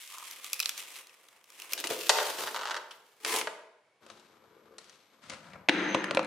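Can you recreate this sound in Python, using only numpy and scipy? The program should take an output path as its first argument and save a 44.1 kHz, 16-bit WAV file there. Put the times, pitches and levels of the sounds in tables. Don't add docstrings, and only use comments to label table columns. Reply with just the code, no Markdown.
import sys
import numpy as np
from scipy import signal
from scipy.fft import rfft, irfft, next_fast_len
from scipy.io import wavfile
from scipy.ndimage import uniform_filter1d, minimum_filter1d

SR = 44100
rng = np.random.default_rng(int(sys.argv[2]) if len(sys.argv) > 2 else 0)


def store_pcm(level_fs):
    pcm = np.round(np.clip(level_fs, -1, 1) * 32767).astype(np.int16)
    wavfile.write(sys.argv[1], SR, np.atleast_2d(pcm).T)


N = 276286

# start_s, level_db, hardness_hz, thump_db, clack_hz, drum_hz, drum_db, low_cut_hz
BOUNCES = [(5.6864, -4.5, 2950, 4, 2300, 290, -6, 160), (5.6879, 2, 2880, -1, 2500, 1040, -3, 170),
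           (5.6937, 15.5, 3970, -9, 2840, 314, 11, 230), (5.9465, -11, 6000, 5, 1000, 320, -2, 110),
           (5.9483, -11.5, 3510, 7, 960, 232, -4, 110), (6.0423, -18, 10100, 9, 1760, 250, -2, 100),
           (6.110, -14.5, 5020, 5, 880, 555, 10, 100), (6.1484, -18.5, 13000, 4.5, 4300, 276, -2, 90),
           (6.172, -6.5, 2320, 2, 2400, 537, 3, 540), (6.1931, -13.5, 3830, 1, 925, 550, 5, 360),
           (6.23, -35, 14000, 3, 4130, 540, -3, 299), (6.247, -32, 14000, 0, 4100, 540, -6, 300)]
# start_s, level_db, hardness_hz, thump_db, pitch_hz
COIN_LANDING = [(2.0935, 1.5, 9200, -16, 4360), (2.0968, 2, 7020, 3, 2880), (2.102, -8.5, 910, -3, 373),
                (2.186, -14, 3500, 3, 1300), (2.201, -19.5, 5000, 4, 2850), (2.2192, -22, 2500, 18, 704)]
KNOCKS = [(1.8715, -19.5, 9800, -8, 2870), (3.2485, -16, 6100, -11, 2340), (3.2625, -23, 5000, -3.5, 2140),
          (3.362, -16, 13900, -13.5, 3320), (3.413, -20, 4040, 1, 2110), (3.472, -18.5, 2120, -4, 1630),
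          (3.474, -21, 1190, -2, 660), (4.064, -39.5, 6980, 16, 1385), (4.101, -33.5, 5140, 4, 1100),
          (4.197, -46.5, 6030, -6, 4290), (4.783, -31.5, 6240, -17, 4180), (4.843, -46, 7040, -14, 5540),
          (4.896, -41, 7680, -17, 6040), (5.298, -28.5, 6060, -1, 1490), (5.302, -29.5, 5300, 9, 2240),
          (5.335, -34, 4030, -7, 1400), (5.344, -38, 4000, -4, 2300), (5.534, -36.5, 2520, -7, 2270)]
SCUFFS = [(1.777, -23, 6000, -5, 3880), (1.790, -26.5, 8990, -10, 3600), (1.840, -17, 6600, 11, 2400),
          (1.904, -20.5, 6950, 10, 300), (1.919, -23.5, 8960, 12, 230), (2.909, -30.5, 4000, -14.5, 3170),
          (3.344, -21, 3000, 9.5, 880), (3.386, -18.5, 14150, -6.5, 3100)]
# start_s, level_db, pitch_hz
RIM_CLACKS = [(2.441, -31.5, 1100), (2.462, -30, 900), (2.4732, -21.5, 1370), (2.479, -25.5, 1810),
              (2.5452, -21.5, 1450), (2.562, -19, 1450), (2.586, -29.5, 1800), (2.592, -25, 1300),
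              (2.612, -24, 980), (2.619, -27.5, 1150), (2.633, -24.5, 1450), (2.655, -20, 1000),
              (2.673, -22.5, 1400), (2.688, -26.5, 1000), (2.698, -22.5, 880), (2.7096, -20.5, 1800),
              (2.714, -22.5, 1360), (2.744, -21, 1460), (2.765, -23, 1470), (2.7684, -23.5, 1720)]
# pitch_hz, level_db, t60_s
FIRST_COIN_MODES = [(9523, -50, .4), (12559, -45, .45), (12721, -37, .45)]
SECOND_COIN_MODES = [(6272, -38, 1.1), (6374, -37, 1.2), (10524, -48, .6)]
# start_s, level_db, pitch_hz, ring_db, brightness_db
SNAPS = [(0.1835, -31, 7000, 0, 10), (0.311, -30, 6000, 2, 9), (0.444, -25.5, 3380, -6, -4),
         (0.5314, -16, 4980, 9, 7), (0.5322, -17.5, 2450, 8.5, 1), (0.5415, -27, 5200, 5, 18),
         (0.593, -23, 2600, 3, 1), (0.6012, -11.5, 2570, 12, 5), (0.6125, -28, 3900, 11, -2),
         (0.6268, -22.5, 3950, 12, -5), (0.631, -22.5, 2830, 19, -11), (0.6578, -13.5, 3900, 13, -13),
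         (0.6925, -16, 3550, -3, 0), (0.7776, -26.5, 6500, 3, -3), (0.957, -36, 2210, 27, -13),
         (1.070, -40, 5430, -2, -3), (1.0943, -42, 2700, 18, -10), (1.285, -44.5, 3180, 18, -9),
         (1.4416, -45.5, 3000, 3, 1), (1.5024, -40, 2970, 5, 0), (1.5995, -33.5, 2700, 4, 0.5),
         (1.6195, -29, 2700, 8, -6), (1.7337, -13, 2400, -1.5, 6.5), (1.801, -23.5, 5200, -1.5, 5.5),
         (1.8075, -27.5, 2770, 1, 2.5), (2.011, -25.5, 2800, 5.5, 1)]
# start_s, length_s, level_db, pitch_hz, slip_period_s
CREAKS = [(0.085, 0.17, -40, 1140, 0.0038), (4.51, 0.25, -47.5, 440, 0.014),
          (5.50, 0.088, -43, 2220, 0.0023)]
# time_s, rumble_db, hiss_db
COIN_ROLL = [(5.70, -40, -27), (5.79, -23.5, -30.5), (5.87, -33, -38.5), (5.94, -57, -49.5),
             (6.02, -47, -47.5), (6.09, -42, -50), (6.18, -39, -65), (6.26, -45, -53)]
BAR_PUSH = [(0.0, -74, -52.5), (0.16, -68, -49.5), (0.22, -67.5, -52.5), (0.32, -61.5, -49.5),
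            (0.41, -64, -56.5), (0.45, -63.5, -47.5), (0.52, -63, -53.5), (0.66, -59, -47),
            (0.74, -62.5, -55), (0.795, -59, -44), (0.85, -60, -54), (0.91, -61.5, -50.5),
            (0.98, -61, -50.5), (1.06, -70.5, -66), (1.284, -71, -68), (1.42, -68, -69)]
BAR_TIP = [(1.42, -79.5, -71.5), (1.63, -58, -47.5), (1.688, -62, -55), (1.72, -61, -42)]
BAR_FALL = [(1.72, -46, -38), (1.76, -46.5, -45.5), (1.89, -41, -45), (1.912, -27, -35),
            (1.95, -39.5, -40.5), (2.08, -62.5, -42), (2.09, -38.5, -31.5)]
SLIDER_BACK = [(3.2, -59, -56), (3.242, -56, -53), (3.248, -39.5, -47), (3.272, -40, -35),
               (3.358, -34.5, -30.5), (3.404, -41, -36.5), (3.45, -46, -59)]
# start_s, hold_s, rumble_db, hiss_db
BAR_SLIDE = [(2.14, 0.16, -42, -29.5), (2.398, 0.0054, -35.5, -26.5), (2.56, 0.13, -47, -44),
             (2.91, 0.0089, -59, -51), (3.05, 0.12, -70, -59)]
SLIDER_NUDGES = [(4.025, 0.02, -57, -68.5), (4.09, 0.014, -55, -59.5), (4.3, 0.23, -61.5, -75.5),
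                 (4.53, 0.25, -60.5, -75), (4.80, 0.11, -63.5, -62), (5.125, 0.0092, -63.5, -71)]
SLIDER_HOME = [(5.236, 0.012, -56, -53), (5.305, 0.013, -47, -47), (5.42, 0.094, -55, -59.5),
               (5.54, 0.018, -49.5, -66)]
# pitch_hz, bandwidth_hz, gain_db
FLOOR_MODES = [(188.5, 11, -0.5), (305.5, 29, -5), (560, 120, -9), (986, 42, -6), (1370, 77, -3),
               (1610, 250, -16), (4150, 300, -2)]
PANEL_MODES = [(435, 23, 1.5), (546, 18, -12.5), (651, 83, 0.5), (925, 70, -12), (1440, 260, -10.5),
               (1900, 170, -5.5), (2650, 76, -11), (2870, 250, -6.5), (3850, 88, -7.5), (4640, 44, -3.5)]
CHUTE_MODES = [(1200, 300, 9)]
# frequency_hz, gain_db
FLOOR_COLOUR = [(40, -30), (100, -4.5), (200, 4), (330, 0.5), (450, 2), (700, 1), (1700, 1), (2700, 1.5),
                (4200, -4.5), (6000, -6.5), (9500, -8.5), (11500, -16), (14000, -48)]
LANDING_COLOUR = [(80, -43.5), (200, -28), (290, -15.5), (370, -2.5), (540, -4.5), (720, 1), (1050, 1.5),
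                  (1500, 0.5), (2200, -3.5), (4200, 0), (7000, -0.5), (11000, -5), (16000, -12.5)]
RATTLE_COLOUR = [(88, -64), (150, -53), (376, -17), (589, -3.5), (637, -5), (702, -12), (880, 1),
                 (1170, -1.5), (1450, -1), (2450, -12), (2980, -5.5), (6640, -12.5), (16000, -28)]
PANEL_COLOUR = [(70, -35.5), (130, -24), (250, -14.5), (450, -5.5), (1300, -1.5), (2200, -2.5),
                (4200, -0.5), (7000, 1.5), (11000, 1.5), (16000, -15.5)]
SNAP_COLOUR = [(120, -60), (200, -30), (500, -19), (1800, -13.5), (2510, -1), (3070, -5.5), (4000, -2.5),
               (5200, -2.5), (6760, -3), (8740, -7), (13100, -6.5), (16000, -15)]
ROLL_COLOUR = [(29, -78), (50, -43), (182, -1.5), (261, -4.5), (312, -1.5), (380, -1.5), (492, -9.5),
               (842, -17.5), (1330, -8), (1980, -6), (5800, -34.5), (7540, -65), (12800, -120)]
PUSH_COLOUR = [(59, -66.5), (100, -33), (174, -36), (315, -17), (433, -13.5), (705, -14.5), (1170, -7.5),
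               (1420, -11), (2220, 0.5), (3250, 0.5), (4670, -5), (5080, -4), (9410, -3.5), (14500, -10),
               (16000, -21.5)]
FALL_COLOUR = [(47, -61.5), (80, -46.5), (122, -23), (217, -20.5), (330, 0.5), (440, 0.5), (702, -9),
               (768, -25), (958, -14), (1400, -18), (1990, -19), (2780, -13), (4140, -17.5), (11500, -23),
               (14600, -22), (16000, -35.5)]
SLIDE_COLOUR = [(47, -69), (80, -33.5), (112, -27.5), (259, -18), (431, -1), (493, -6.5), (563, -9),
                (785, -10), (877, -5.5), (1250, -9), (1460, -8.5), (2040, -9.5), (3240, -6.5), (15000, -15),
                (16000, -38)]
BACK_COLOUR = [(47, -77.5), (80, -44), (130, -20.5), (182, -29), (283, -8), (404, -7), (431, 3), (538, -13),
               (1020, -6), (1460, -17.5), (2080, -9), (2270, -9.5), (3870, -14), (10500, -17),
               (16000, -27.5)]
NUDGE_COLOUR = [(29, -62), (50, -28.5), (203, -6.5), (284, -11), (450, -7), (711, -14), (1100, -9),
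                (1960, -11), (3670, -7), (6550, -14.5), (10100, -20.5), (13200, -45)]
HOME_COLOUR = [(29, -66), (50, -21), (180, 0.5), (252, -8.5), (408, -16), (586, -8), (783, -11),
               (1400, -7.5), (2270, -5), (2560, -7), (3950, -7), (9870, -18), (12000, -31), (12900, -70),
               (16000, -87)]
ROOM_COLOUR = [(60, 1), (200, 5), (500, 3.5), (1500, -1.5), (4000, -1.5), (8000, -1), (15000, 2.5)]
AIR_COLOUR = [(15, -76), (25, -59), (137, -13.5), (170, -23), (195, -9.5), (242, -18.5), (439, -7.5),
              (2000, -14), (2220, -10.5), (2550, -16), (11000, -31.5), (13000, -48.5), (16000, -54)]
# frequency_hz, t60_s
ROOM_T60 = [(120, 0.4), (400, 0.72), (1000, 0.74), (2800, 0.61), (7000, 0.5), (15000, 0.21)]
# frequency_hz, coherence
COHERENCE = [(60, 1), (290, 0.99), (640, 0.9), (1400, 0.79), (3100, 0.61), (7000, 0.38), (15000, 0.68)]
# start_s, pitch_hz, level_db
WHINES = [(0, 2230, -81), (4.01, 11780, -80.5)]


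def second_coin():
    sound = bounces() + spinning_ring(5.687)
    return sound + friction(COIN_ROLL, ROLL_COLOUR, grains_per_s=7100, judder_db=1,
                            rumble_trim_db=-1, hiss_trim_db=6, modes=FLOOR_MODES)


def bounces(clack_width_hz=420, clack_db=1.5, drum_width_hz=70):
    out = np.zeros((2, N))
    for row, click in zip(BOUNCES, contacts(len(BOUNCES), scatter=1.45, scatter_t60_s=0.02)):
        start_s, level_db, hardness_hz, thump_db, clack_hz, drum_hz, drum_db, low_cut_hz = row
        force = contact_force(click, hardness_hz, thump_db, thump_hz=780)
        force = butter(force, low_cut_hz, "high")
        modes = [(clack_hz, clack_width_hz, clack_db), (drum_hz, drum_width_hz, drum_db)]
        floor = resonant(coloured(force, FLOOR_COLOUR), modes + list(FLOOR_MODES))
        add(out, start_s, at_level(floor, level_db))
    return out


def spinning_ring(start_s, flutter_hz=19, flutter_db=4, swell_s=5.92, swell_width_s=0.04, swell_db=10):
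    t = np.arange(N) / SR
    swell = from_db(swell_db * np.exp(-((t - swell_s) / swell_width_s) ** 2))
    flutter = from_db(flutter_db * (np.cos(2 * np.pi * flutter_hz * (t - start_s)) - .5))
    lowest = coin_ring(start_s, SECOND_COIN_MODES[:1])
    upper = coin_ring(start_s, SECOND_COIN_MODES[1:])
    return (lowest * swell + upper) * flutter


def first_coin(rebound_s=0.0086, jitter_s=0.000612, rebound_db=-6):
    landing = blows(COIN_LANDING, LANDING_COLOUR, scatter=1.6, scatter_t60_s=0.045,
                    thump_hz=900, spot_width_hz=440, spot_db=-3)
    rebounds = [(s + rebound_s + jitter_s * rng.normal(), db + rebound_db, hz)
                for s, db, hz in RIM_CLACKS]
    clacks = [(s, db, 8000, 0, hz) for s, db, hz in list(RIM_CLACKS) + rebounds]
    rattle = blows(clacks, RATTLE_COLOUR, scatter=1, scatter_t60_s=0.046,
                   thump_hz=600, spot_width_hz=440, spot_db=-2)
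    return landing + rattle + coin_ring(2.094, FIRST_COIN_MODES)


def coin_ring(start_s, modes):
    t, out = np.arange(SR) / SR, np.zeros((2, N))
    ring = sum(from_db(db - 60 * t / t60) * np.sin(2 * np.pi * hz * t) for hz, db, t60 in modes)
    add(out, start_s, ring[None])
    return out


def sliding_bar():
    push = friction(BAR_PUSH, PUSH_COLOUR, grains_per_s=5000, judder_db=2.5,
                    rumble_trim_db=0.5, hiss_trim_db=2)
    tip = friction(BAR_TIP, PUSH_COLOUR, grains_per_s=5500, judder_db=1.5,
                   rumble_trim_db=0.7, hiss_trim_db=-1.5)
    fall = friction(BAR_FALL, FALL_COLOUR, grains_per_s=5000, judder_db=4,
                    rumble_trim_db=-5.5, hiss_trim_db=-1)
    slide = friction(scrapes(BAR_SLIDE, rise_db_per_s=601, fade_db_per_s=82.5), SLIDE_COLOUR,
                     grains_per_s=25000, judder_db=2.5, rumble_trim_db=-5, hiss_trim_db=-10)
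    return push + tip + fall + slide


def wrapper(width_hz=380, overtone_ratio=1.98, overtone_db=-11.5):
    out = np.zeros((2, N))
    snaps = list(SNAPS) + crinkles()
    clicks = contacts(len(snaps), scatter=1.5, scatter_t60_s=0.014)
    for (start_s, level_db, hz, ring_db, brightness_db), click in zip(snaps, clicks):
        buckle = coloured(dispersed(click, bend_hz=5960, stages=16), SNAP_COLOUR)
        buckle = buckle + (from_db(brightness_db) - 1) * butter(buckle, 8000, "high", order=1)
        modes = [(hz, width_hz, ring_db), (hz * overtone_ratio, 2 * width_hz, ring_db + overtone_db)]
        add(out, start_s, at_level(resonant(buckle, modes + list(CHUTE_MODES)), level_db))
    return out


def crinkles(per_s=16, above_hiss_db=9, spread_db=6, low_hz=2077, high_hz=6100, ring_db=4):
    time_s, _, hiss_db = np.transpose(list(BAR_PUSH) + list(BAR_TIP))
    slots = np.arange(time_s[0], time_s[-1], 1 / per_s)
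    delay, size, pitch = rng.random((len(slots), 3)).T
    starts = slots + delay / per_s
    levels = np.interp(starts, time_s, hiss_db) + above_hiss_db + spread_db * (2 * size - 1)
    pitches = low_hz * (high_hz / low_hz) ** pitch
    return [(s, db, hz, ring_db, 0) for s, db, hz in zip(starts, levels, pitches)]


def slider():
    back = friction(SLIDER_BACK, BACK_COLOUR, grains_per_s=24000, judder_db=3,
                    rumble_trim_db=-4, hiss_trim_db=-1.5)
    nudges = friction(scrapes(SLIDER_NUDGES, rise_db_per_s=699.5, fade_db_per_s=52), NUDGE_COLOUR,
                      grains_per_s=10000, judder_db=2, rumble_trim_db=-4.5, hiss_trim_db=-0.5)
    home = friction(scrapes(SLIDER_HOME, rise_db_per_s=598, fade_db_per_s=132), HOME_COLOUR,
                    grains_per_s=15000, judder_db=2.5, rumble_trim_db=-2.3, hiss_trim_db=-4,
                    modes=FLOOR_MODES)
    return back, nudges + home


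def knocks_and_scuffs():
    knocks = blows(KNOCKS, PANEL_COLOUR, scatter=1.3, scatter_t60_s=0.033,
                   thump_hz=500, spot_width_hz=110, spot_db=7.5)
    scuffs = blows(SCUFFS, PANEL_COLOUR, scatter=12, scatter_t60_s=0.08,
                   thump_hz=448, spot_width_hz=700, spot_db=3.5)
    return knocks + scuffs


def creaks(ring_cycles=10, rise_s=0.0016, swell_s=0.027, jitter=0.227, spread_db=7, detune=0.013):
    t, out = np.arange(6144) / SR, np.zeros((2, N))
    for start_s, length_s, level_db, hz, period_s in CREAKS:
        slips = np.arange(start_s, start_s + length_s, period_s)
        for s, (late, loud, sharp) in zip(slips, rng.standard_normal((len(slips), 3))):
            effort = np.clip(min(s - start_s, start_s + length_s - s) / swell_s, 0, 1)
            decay = from_db(level_db + spread_db * loud - 60 * t * hz / ring_cycles)
            attack = 1 - np.exp(-t / rise_s)
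            swing = np.sin(2 * np.pi * hz * (1 + detune * sharp) * t)
            add(out, s + jitter * period_s * late, (effort * decay * attack * swing)[None])
    return out


def friction(envelope, colour, grains_per_s, judder_db, rumble_trim_db, hiss_trim_db, modes=(),
             uneven_db=2, judders_per_s=170, split_hz=1350):
    time_s, rumble_db, hiss_db = np.transpose(envelope)
    t, out = np.arange(time_s[0], time_s[-1], 1 / SR), np.zeros((2, N))
    grip = np.interp((t - t[0]) * judders_per_s, np.arange(1024), rng.standard_normal(1024))
    caught = rng.random(len(t)) < grains_per_s / SR
    sizes = from_db(judder_db * grip + uneven_db * np.minimum(rng.exponential(1, len(t)), 4))
    grains = spread(caught * sizes * rng.standard_normal((2, len(t))))
    rubbing = coloured(dispersed(grains), colour)
    rumble = unit_rms(butter(resonant(rubbing, modes), split_hz, "low", order=4))
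    rumble *= from_db(np.interp(t, time_s, rumble_db) + rumble_trim_db)
    hiss = unit_rms(butter(rubbing, split_hz, "high", order=4))
    hiss *= from_db(np.interp(t, time_s, hiss_db) + hiss_trim_db)
    edge_fade = np.clip(np.minimum(t - t[0], t[-1] - t) / 0.0028, 0, 1)
    add(out, time_s[0], (rumble + hiss) * edge_fade)
    return out


def scrapes(rows, rise_db_per_s, fade_db_per_s, lead_s=0.02, tail_s=0.35):
    start_s, hold_s, rumble_db, hiss_db = np.transpose(rows)[:, :, None]
    t = np.arange(start_s.min() - lead_s, (start_s + hold_s).max() + tail_s, 0.002)
    shape_db = -rise_db_per_s * np.maximum(start_s - t, 0)
    shape_db -= fade_db_per_s * np.maximum(t - start_s - hold_s, 0)
    return np.transpose([t, np.max(rumble_db + shape_db, axis=0), np.max(hiss_db + shape_db, axis=0)])


def blows(rows, colour, scatter, scatter_t60_s, thump_hz, spot_width_hz, spot_db):
    out = np.zeros((2, N))
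    clicks = contacts(len(rows), scatter, scatter_t60_s)
    for (start_s, level_db, hardness_hz, thump_db, pitch_hz), click in zip(rows, clicks):
        force = contact_force(click, hardness_hz, thump_db, thump_hz)
        spot = resonant(force, [(pitch_hz, spot_width_hz, spot_db)])
        panels = resonant(coloured(dispersed(spot), colour), PANEL_MODES)
        add(out, start_s, at_level(panels, level_db))
    return out


def contacts(count, scatter, scatter_t60_s, size=6144):
    t = np.arange(size) / SR
    for noise in rng.standard_normal((count, 2, size)):
        trail = spread(noise) * from_db(-60 * t / scatter_t60_s)
        click = scatter * trail / np.sqrt(np.sum(trail ** 2) / 2)
        click[:, 0] += 1
        yield click


def contact_force(click, hardness_hz, thump_db, thump_hz):
    force = butter(click, hardness_hz, "low")
    return force + (from_db(thump_db) - 1) * butter(force, thump_hz, "low", order=1)


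def dispersed(x, bend_hz=2600, stages=6):
    r = np.exp(-2 * np.pi * bend_hz / SR)
    return signal.sosfilt([[-r, 1, 0, 1, -r, 0]] * stages, x + 1e-18)


def resonant(x, modes):
    for hz, width_hz, gain_db in modes:
        r = np.exp(-np.pi * width_hz / SR)
        ring = signal.lfilter([1, 0, -1], [1, -2 * r * np.cos(2 * np.pi * hz / SR), r * r], x + 1e-18)
        x = x + from_db(gain_db) * (1 - r * r) / 2 * ring
    return x


def coloured(x, spectrum, size=4096):
    gain = from_db(at_hz(spectrum, np.fft.rfftfreq(size, 1 / SR)))
    cepstrum = irfft(np.log(gain))
    cepstrum[1:size // 2] *= 2
    cepstrum[size // 2 + 1:] = 0
    response = irfft(np.exp(rfft(cepstrum)))[:size // 2]
    return signal.fftconvolve(x, response[None], axes=1)[:, :x.shape[1]]


def spread(pair):
    size = next_fast_len(pair.shape[1])
    mid, side = rfft(pair, size)
    alike = np.clip(at_hz(COHERENCE, np.fft.rfftfreq(size, 1 / SR)), 0, 1)
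    left_right = np.sqrt((1 + alike) / 2) * mid + np.sqrt((1 - alike) / 2) * side * [[1], [-1]]
    return irfft(left_right, size)[:, :pair.shape[1]]


def panned(x, left_db):
    return x * from_db(np.array([[left_db], [-left_db]]) / 2)


def butter(x, hz, kind, order=2):
    return signal.sosfilt(signal.butter(order, np.clip(hz, 10, .45 * SR), kind, fs=SR, output="sos"), x)


def at_level(x, level_db, hold_s=0.00046):
    return x * from_db(level_db) * np.sqrt(hold_s * SR / np.sum(x ** 2) * 2)


def at_hz(points, hz):
    frequency_hz, value = np.transpose(points)
    return np.interp(np.log(np.maximum(hz, 1)), np.log(frequency_hz), value)


def from_db(db):
    return 10 ** (np.asarray(db) / 20)


def unit_rms(x):
    return x / np.sqrt(np.mean(x ** 2) + 1e-20)


def add(out, start_s, x):
    at = int(np.clip(round(start_s * SR), 0, N - 1))
    out[:, at:at + x.shape[1]] += x[:, :N - at]


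def room(x, build_s=0.0035):
    t, hz = np.arange(SR) / SR, np.fft.rfftfreq(SR, 1 / SR)
    noise = rfft(spread(rng.standard_normal((2, SR))))
    centres_hz, t60s = np.transpose(ROOM_T60)
    echo = np.zeros((2, SR))
    for share, t60 in zip(np.eye(len(t60s)), t60s):
        band = irfft(noise * at_hz(list(zip(centres_hz, share)), hz), SR)
        echo += band * from_db(-60 * t / t60)
    echo *= 1 - np.exp(-(t / build_s) ** 2)
    echo = coloured(echo / np.sqrt(np.sum(echo ** 2) / 2), ROOM_COLOUR)
    return signal.fftconvolve(x, echo, axes=1)[:, :N]


def background(air_db=-72):
    t = np.arange(N) / SR
    air = from_db(air_db) * unit_rms(coloured(spread(rng.standard_normal((2, N))), AIR_COLOUR))
    return air + sum(from_db(db) * np.sin(2 * np.pi * hz * t) * (t >= s) for s, hz, db in WHINES)


def scene(second_part_s=3.7, low_pass_hz=10500):
    bar = panned(sliding_bar(), 0.3)
    snaps = from_db(-1.1) * wrapper()
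    slider_back, slider_in = slider()
    cardboard = knocks_and_scuffs() + creaks()
    second_part = np.arange(N) / SR >= second_part_s
    early = slider_back + cardboard * ~second_part
    late = butter(slider_in + cardboard * second_part, low_pass_hz, "low", order=10)
    machine = bar + panned(early, 1.2) + panned(late, 4.3) + panned(first_coin(), 0.4)
    coin_box = panned(second_coin(), 1.9)
    echo = room(from_db(-9) * machine + from_db(-12) * snaps + from_db(-11.5) * coin_box)
    return machine + snaps + coin_box + echo + background()


def limiter(x, ceiling_db=-14.5, release_db_per_s=78, window=176):
    power = uniform_filter1d(np.mean(x ** 2, axis=0), window)
    excess_db = np.maximum(10 * np.log10(np.maximum(power, 1e-12)) - ceiling_db, 0)
    recovery_db = release_db_per_s * np.arange(N) / SR
    cut_db = np.maximum.accumulate(excess_db + recovery_db) - recovery_db
    return x * from_db(uniform_filter1d(minimum_filter1d(-cut_db, window), window))


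def record(dry):
    low_pass = signal.ellip(10, .1, 80, 16200, fs=SR, output="sos")
    return signal.sosfilt(low_pass, np.clip(limiter(dry), -1, 1))


dry = scene()
out = record(dry)
store_pcm(out)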